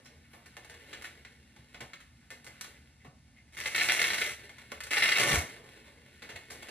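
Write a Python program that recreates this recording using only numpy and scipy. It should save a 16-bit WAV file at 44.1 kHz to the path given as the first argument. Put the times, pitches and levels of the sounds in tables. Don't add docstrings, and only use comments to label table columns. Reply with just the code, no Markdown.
import sys
import numpy as np
from scipy import signal
from scipy.fft import rfft, irfft
from scipy.io import wavfile

SR = 44100
rng = np.random.default_rng(int(sys.argv[2]) if len(sys.argv) > 2 else 0)


def to_wav(s):
    ch = np.atleast_2d(s).T
    pcm = np.round(np.clip(ch, -1, 1) * 32767)
    wavfile.write(sys.argv[1], SR, pcm.astype(np.int16))


N = 295470
T = np.arange(N) / SR


def undb(db):
    return 10 ** (np.asarray(db) / 20)


def unit(x):
    return x / np.sqrt(np.mean(x ** 2))


def spectrum(points, size=4096):
    hz, db = np.transpose(points)
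    bins_hz = np.fft.rfftfreq(size, 1 / SR)
    return np.interp(np.log(bins_hz + 1), np.log(hz), db)


def causal(db):
    cepstrum = irfft(np.log(undb(db)))
    half = len(cepstrum) // 2
    cepstrum[1:half] *= 2
    cepstrum[half + 1:] = 0
    return irfft(np.exp(rfft(cepstrum)))


def through(x, response):
    return signal.oaconvolve(x, response)[:len(x)]


def colour(x, points):
    response = causal(spectrum(points))
    return through(x, response / np.linalg.norm(response))


def gains(tables, fade_s=0.021):
    out = 0
    for table in tables:
        s, *columns = np.transpose(table)
        inside_s = np.minimum(T - s[0], s[-1] - T)
        gate = np.clip(1 + inside_s / fade_s, 0, 1)
        out = out + gate * undb([np.interp(T, s, column) for column in columns])
    return out


def walk(rate):
    knots = rng.standard_normal(8192)
    return np.interp(T * rate, np.arange(len(knots)), knots)


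def snaps(rate, spread_db):
    size = undb(spread_db * np.minimum(rng.exponential(size=N), 3.5))
    struck = rng.random(N) < rate / SR
    return unit(struck * size * rng.choice([-1, 1], N))


def add(track, s, sound):
    start = max(int(s * SR), 0)
    track[..., start:start + sound.shape[-1]] += sound[..., :max(N - start, 0)]


def burst(grain, s, length, rise):
    t = T[:SR // 8]
    shape = (1 - np.exp(-t / rise)) * np.exp(-t / length)
    shower = shape * grain.take(int(s * SR) + np.arange(len(t)), mode="wrap")
    return shower / np.linalg.norm(shower)


# pitch_hz, level_db
HOUSE_TONE = [(20, -55), (35, -21), (55, -3), (76, 6.5), (100, -8), (125, 2), (180, -10), (237, -2.5),
              (400, -26), (800, -21.5), (2000, -32.5), (5000, -26), (10000, -32.5), (16000, -63)]
HUSH_DB = -59.5


def hush():
    return np.array([undb(HUSH_DB) * colour(rng.standard_normal(N), HOUSE_TONE) for _ in range(2)])


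# start_s, pitch_hz, level_db, rise_s
VEST_BUMPS = [(1.592, 125, -50.5, 0.0049), (1.811, 131, -48.5, 0.014), (3.052, 256, -52, 0.009),
              (3.076, 144, -45, 0.0067), (5.333, 65.5, -32, 0.0094), (5.37, 80, -25.5, 0.011),
              (6.343, 86.5, -47, 0.014)]


def bumps():
    out, t = np.zeros(N), T[:SR // 4]
    for s, hz, db, rise in VEST_BUMPS:
        swell = t / rise * np.exp(1 - t / rise)
        add(out, s, undb(db) * swell * np.sin(2 * np.pi * hz * t))
    return out


# time_s, nylon_level_db, padding_level_db
CLOTH_RUBS = [
    [(0.0, -65, -61.5), (0.17, -70.5, -68.5), (0.34, -70, -94), (0.72, -62, -65), (0.94, -57, -58.5),
     (1.45, -71, -75), (1.86, -65, -67), (2.05, -71.5, -92), (2.33, -73, -83), (2.5, -63.5, -88),
     (2.66, -61.5, -60), (2.82, -68, -77), (3.1, -80, -81), (3.52, -75.5, -87)],
    [(4.4, -54, -56.5), (4.52, -63.5, -66.5), (4.768, -61, -65), (4.88, -56.5, -61)],
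    [(5.5, -51, -55), (5.596, -61, -56.5), (5.722, -59.5, -60), (5.96, -64.5, -62.5), (6.234, -64, -73),
     (6.414, -61.5, -64), (6.7, -57, -62)],
]
# centre_s, pitch_hz, level_db, length_s
NYLON_SWISHES = [(0.061, 5300, -54, 0.014), (0.35, 10000, -69, 0.052), (3.015, 1920, -69.5, 0.022),
                 (3.378, 2050, -66, 0.023)]
# pitch_hz, level_db
CLOTH_TONE = [(100, -17), (500, -9), (950, -1), (1500, 6), (2200, 0), (3200, 0), (4200, -0.5), (5200, -7.5),
              (7000, -7), (14000, -31.5)]
# pitch_hz, level_db
PANEL_TONE = [(30, -40), (100, -3.5), (190, -5), (260, 0.5), (550, 3.5), (750, -4), (1000, -1), (1300, 0),
              (1800, -23.5), (6000, -45)]
# pitch_hz, level_db
TREBLE_TONE = [(1500, -7), (4000, -41), (5800, 11.5), (8000, 6.5), (10500, 1), (13000, -4), (14500, -9),
               (15500, -44)]


def rustle(treble_db=-8, catch_db=1.5, swish_q=5):
    rub, padding = gains(CLOTH_RUBS)
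    catching = undb(catch_db * walk(45))
    threads = unit(snaps(rate=2200, spread_db=2.5) * catching)
    threads = threads + 0.5 * snaps(rate=40, spread_db=2.5)
    swishes = np.zeros(N)
    for s, hz, db, length in NYLON_SWISHES:
        singing = unit(signal.lfilter(*signal.iirpeak(hz, swish_q, fs=SR), threads))
        swishes += undb(db) * np.exp(-((T - s) / length) ** 2) * singing
    return (colour(rub * threads, CLOTH_TONE) + swishes
            + colour(padding * threads, PANEL_TONE)
            + colour(undb(treble_db) * rub * threads, TREBLE_TONE))


# start_s, level_db, padding_re_level_db, treble_re_level_db, length_s, first_click_sharpness_db
STRAP_GRIPS = [(0.0575, -43.5, -24, -38, 0.018, -1), (0.332, -46, -4.5, -24, 0.025, -3),
               (0.4603, -40.5, -20.5, -19.5, 0.0084, -0.5), (0.568, -36.5, -14, -23.5, 0.009, 5.5),
               (0.647, -42.5, -16, -18, 0.0079, 2), (0.698, -38.5, -17, -19.5, 0.0085, 3),
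               (0.742, -41.5, -17, -24, 0.0075, 3), (0.9296, -29.5, -22.5, -45, 0.014, -4),
               (1.023, -37, -44, -16, 0.005, 3.5), (1.042, -30.5, -31, -27, 0.019, -4),
               (1.2501, -39.5, -25, -49, 0.012, 5), (1.5633, -45.5, -14.5, -28, 0.01, 1.5),
               (1.745, -39, -13, -43, 0.013, 5.5), (1.8054, -31, -11.5, -25.5, 0.012, -5),
               (1.934, -30.5, -30, -41, 0.0061, -1.5), (2.0034, -43.5, -28, -22, 0.014, -1),
               (2.3046, -39, -12, -19, 0.028, 7), (2.4453, -48.5, -11, -9, 0.01, 5),
               (2.4663, -38, -15.5, -21, 0.016, 3), (2.611, -34, -53, -7.5, 0.0055, 3.5),
               (2.642, -35.5, -40, -20.5, 0.016, -6), (3.047, -47.5, -2, -26, 0.014, -4),
               (4.494, -39, -17, -29, 0.0071, 3.5), (4.5835, -40.5, -37, -23, 0.015, 2),
               (4.7187, -29, -11, -22.5, 0.0054, 4.5), (4.805, -31, -38, -18.5, 0.0092, 4),
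               (4.835, -33, -29, -9, 0.0059, -12), (4.867, -36, -21, -17, 0.0091, -6),
               (6.2217, -34.5, -14, -30, 0.019, 1.5), (6.291, -35.5, -12, -29, 0.028, 0),
               (6.358, -30, -22, -28, 0.01, -7), (6.503, -37.5, -9.5, -14, 0.033, 0),
               (6.6268, -34.5, -14, -19, 0.0072, -1), (6.686, -35.5, -12, -21, 0.013, 2.5)]
# pitch_hz, level_db
PAT_TONE = [(80, -19), (200, -4), (520, 1.5), (750, 0.5), (1250, -0.5), (2000, -15.5), (6000, -30),
            (15000, -53)]
# pitch_hz, level_db
NYLON_TONE = [(1000, -19.5), (2500, -10), (4300, 0.5), (5300, -3.5), (8000, -1.5), (11000, -8.5),
              (13500, -16), (15500, -26)]
GRIP_S = 0.006


def grips(click_db=8, crunch_db=12, pat_db=28, treble_db=27, tick=0.57, pat_lingers=1.5):
    crunches, pats, ticks = np.zeros((3, N))
    grain = snaps(rate=3000, spread_db=2.5)
    for s, db, padding, treble, length, sharpness in STRAP_GRIPS:
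        shower = burst(grain, s, length, rise=0.0015) * np.sqrt(length / GRIP_S)
        bright_db = db + treble + treble_db
        add(crunches, s, undb(db + crunch_db) * shower)
        add(crunches, s, undb([db + click_db + sharpness]))
        add(ticks, s, undb(bright_db) * shower)
        add(ticks, s, tick * undb([bright_db + sharpness]))
        pat = burst(grain, s, length * pat_lingers, rise=0.0039)
        add(pats, s, undb(db + padding + pat_db) * pat)
    return colour(crunches, CLOTH_TONE) + colour(pats, PAT_TONE) + colour(ticks, NYLON_TONE)


# start_s, level_db, length_s
BIG_SLIPS = [(3.5683, -31.5, 0.0026), (3.609, -25, 0.0041), (3.657, -18.5, 0.005), (3.7472, -14.5, 0.004),
             (3.7793, -16.5, 0.0057), (3.797, -15.5, 0.004), (3.8095, -13, 0.0057), (3.8867, -13, 0.0058),
             (3.8962, -11, 0.0054), (3.933, -32, 0.0041), (3.9913, -16.5, 0.0077), (4.0154, -13, 0.004),
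             (4.0404, -13.5, 0.005), (4.0811, -20.5, 0.0044), (4.1013, -13.5, 0.0049),
             (4.132, -18.5, 0.0043), (4.1814, -18, 0.005), (4.2136, -15.5, 0.0075), (4.911, -38, 0.004),
             (4.9325, -16.5, 0.005), (4.9686, -11, 0.0047), (4.979, -18, 0.0037), (5.022, -12, 0.0083),
             (5.0384, -14, 0.0043), (5.0554, -11, 0.0041), (5.0868, -12.5, 0.0035), (5.117, -14, 0.0086),
             (5.1602, -16, 0.005), (5.181, -16, 0.0047), (5.194, -17, 0.0065), (5.3118, -14, 0.011)]
STICK_S, STICK_DB = 0.014, -2


def sticking():
    held, t = np.zeros(N), T[:SR // 8]
    hold = np.exp(-(t[::-1] / STICK_S) ** 2)
    for s, _, _ in BIG_SLIPS:
        add(held, s - t[-1], hold)
    return undb(STICK_DB * np.minimum(held, 1))


SLIP_S = 0.003


def torn_patches(slip_db=9.0, snap=0.43, rise_s=0.0024):
    patches, grain = np.zeros(N), snaps(rate=5900, spread_db=5.5)
    for s, db, length in BIG_SLIPS:
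        slip = burst(grain, s, length, rise=rise_s) * np.sqrt(length / SLIP_S)
        slip[SR // 2000] += snap
        add(patches, s, undb(db + slip_db) * slip)
    return patches


SMALL_SLIPS_PER_S, SMALL_SLIP_S = 120, 0.0022


def juddering(judder_db=2.0):
    starts = 1.0 * (rng.random(N) < SMALL_SLIPS_PER_S / SR)
    slipping = through(starts, np.exp(-T[:SR // 8] / SMALL_SLIP_S))
    return undb(judder_db * walk(260)) * (1 + slipping)


# time_s, level_db
PULLS = [
    [(3.54, -61.5), (3.596, -50), (3.63, -54), (3.666, -45.5), (3.706, -57), (3.766, -42), (4.248, -45),
     (4.324, -52.5), (4.4, -85)],
    [(4.9, -74), (4.912, -36), (4.928, -45.5), (5.04, -43), (5.154, -43), (5.206, -36), (5.24, -40.5),
     (5.364, -38.5), (5.48, -63.5)],
]
PULL_RASP_DB = [5, 8]
# pitch_hz, level_db
HOOK_TONE = [(100, -32.5), (300, -19.5), (600, -5.5), (950, -8.5), (1400, -0.5), (2050, 0), (3000, -3),
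             (4200, -2.5), (5200, -8.5), (7000, -23.5), (14000, -30)]
# pitch_hz, level_db
LOOSE_TONE = [(25, -31), (60, -18), (100, -2.5), (170, -0.5), (250, 2), (350, -7.5), (600, -6), (2000, -27),
              (12000, -48)]
FREE_S, FREE_TAKES_S, SLACK_TAKES_S, FREE_RASP_DB = 5.168, 0.0067, 0.2, -5.5


def rip(rasp_db=1.0, panel_db=-4, treble_db=4.0, flap_db=1, padding_db=1,
        slip_treble_db=-18, slip_panel_db=-14):
    pulls = [gains([curve])[0] for curve in PULLS]
    peel, stick = sum(pulls), sticking()
    free = np.clip((T - FREE_S) / FREE_TAKES_S, 0, 1)
    slack = np.clip((T - FREE_S) / SLACK_TAKES_S, 0, 1)
    taut = sum(undb(db) * pull for db, pull in zip(PULL_RASP_DB, pulls))
    rasp = stick * taut * undb(rasp_db + FREE_RASP_DB * slack)
    panel = undb(panel_db) * stick * peel
    treble = undb(treble_db) * np.sqrt(stick) * peel
    judder = juddering()
    hooks = unit(snaps(rate=1000, spread_db=3.3) * judder)
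    jerks = unit(snaps(rate=2000, spread_db=2.5) * judder)
    patches = torn_patches()
    flutter = undb(flap_db) * slack * peel * rng.standard_normal(N)
    return (colour(rasp * hooks + patches, HOOK_TONE)
            + colour(panel * jerks + undb(slip_panel_db) * patches, PANEL_TONE)
            + colour(undb(padding_db) * free * peel * jerks, PAT_TONE)
            + colour(treble * hooks + undb(slip_treble_db) * patches, TREBLE_TONE)
            + colour(flutter, LOOSE_TONE))


def reflections(t60_s=0.33, treble_t60_s=0.32, early_db=-3, early_s=0.0074):
    t = T[:SR // 2]
    low, high = (signal.butter(2, 4500, kind, fs=SR, output="sos") for kind in ("low", "high"))
    noise = rng.standard_normal((3, len(t)))
    tail = signal.sosfilt(low, noise[0]) * undb(-60 * t / t60_s)
    tail += signal.sosfilt(high, noise[1]) * undb(-60 * t / treble_t60_s)
    tail *= np.minimum(t / 0.0093, 1)
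    sparse = (rng.random(len(t)) < 2500 / SR) * (t > 0.002)
    early = noise[2] * np.exp(-t / early_s) * sparse
    return tail / np.linalg.norm(tail) + undb(early_db) * early / np.linalg.norm(early)


def room(x, wet_db=-3, count=4):
    blend = np.array([walk(12) for _ in range(count)]) ** 2
    blend /= np.linalg.norm(blend, axis=0)
    mid, side = (undb(wet_db) * sum(through(x * share, reflections()) for share in blend)
                 for _ in range(2))
    glance = np.roll(x, SR // 1000)
    return 0.87 * np.array([x + mid, glance + side])


# pitch_hz, side_re_mid_db
STEREO_WIDTH = [(60, -22), (350, -13), (750, -9), (1000, 4.5), (1450, -7.5), (1900, -11), (2300, -21.5),
                (2950, 1), (3700, -9), (4500, 0), (4900, -8), (5200, -4.5), (6000, -5.5), (10600, -9),
                (11300, -26)]


def scene():
    mid, side = room(rip() + grips() + rustle()) + hush()
    width_db = spectrum(STEREO_WIDTH)
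    mid_db = -10 * np.log10(1 + undb(width_db) ** 2)
    mid = through(mid + bumps(), causal(mid_db))
    side = through(side, causal(mid_db + width_db))
    return np.array([mid + side, mid - side])


# pitch_hz, width_hz, peak_db
PHONE_MODES = [(1796, 32, 8), (2032, 184, 8), (2157, 100, 10.5), (2550, 55, 6.5), (2776, 51, 9.5)]
# pitch_hz, left_lead_radians
LEFT_LEAD = [(0, 0), (750, 0), (1250, 1), (1650, .2), (2800, .9), (3400, -.1), (4350, .2), (4900, 3.14),
             (5700, 3.6), (8000, 4.3), (11000, 6.28)]
TOP_HZ = 15400


def record(dry, trim_db=-1):
    hz = np.fft.rfftfreq(N, 1 / SR)
    ring = 1
    for mode_hz, width_hz, db in PHONE_MODES:
        damping = 1j * hz * width_hz
        ring = ring + (undb(db) - 1) * damping / (mode_hz ** 2 - hz ** 2 + damping)
    lead = np.interp(hz, *np.transpose(LEFT_LEAD))
    turn = np.exp(0.5j * lead * np.array([[1], [-1]]))
    responses = np.roll(irfft(undb(trim_db) * ring * turn, N), 128, axis=1)[:, :2048]
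    heard = [signal.oaconvolve(x, r)[128:N + 128] for x, r in zip(dry, responses)]
    top_cut = signal.ellip(8, 0.2, 70, TOP_HZ, fs=SR, output="sos")
    return signal.sosfilt(top_cut, heard)


dry = scene()
out = record(dry)
to_wav(out)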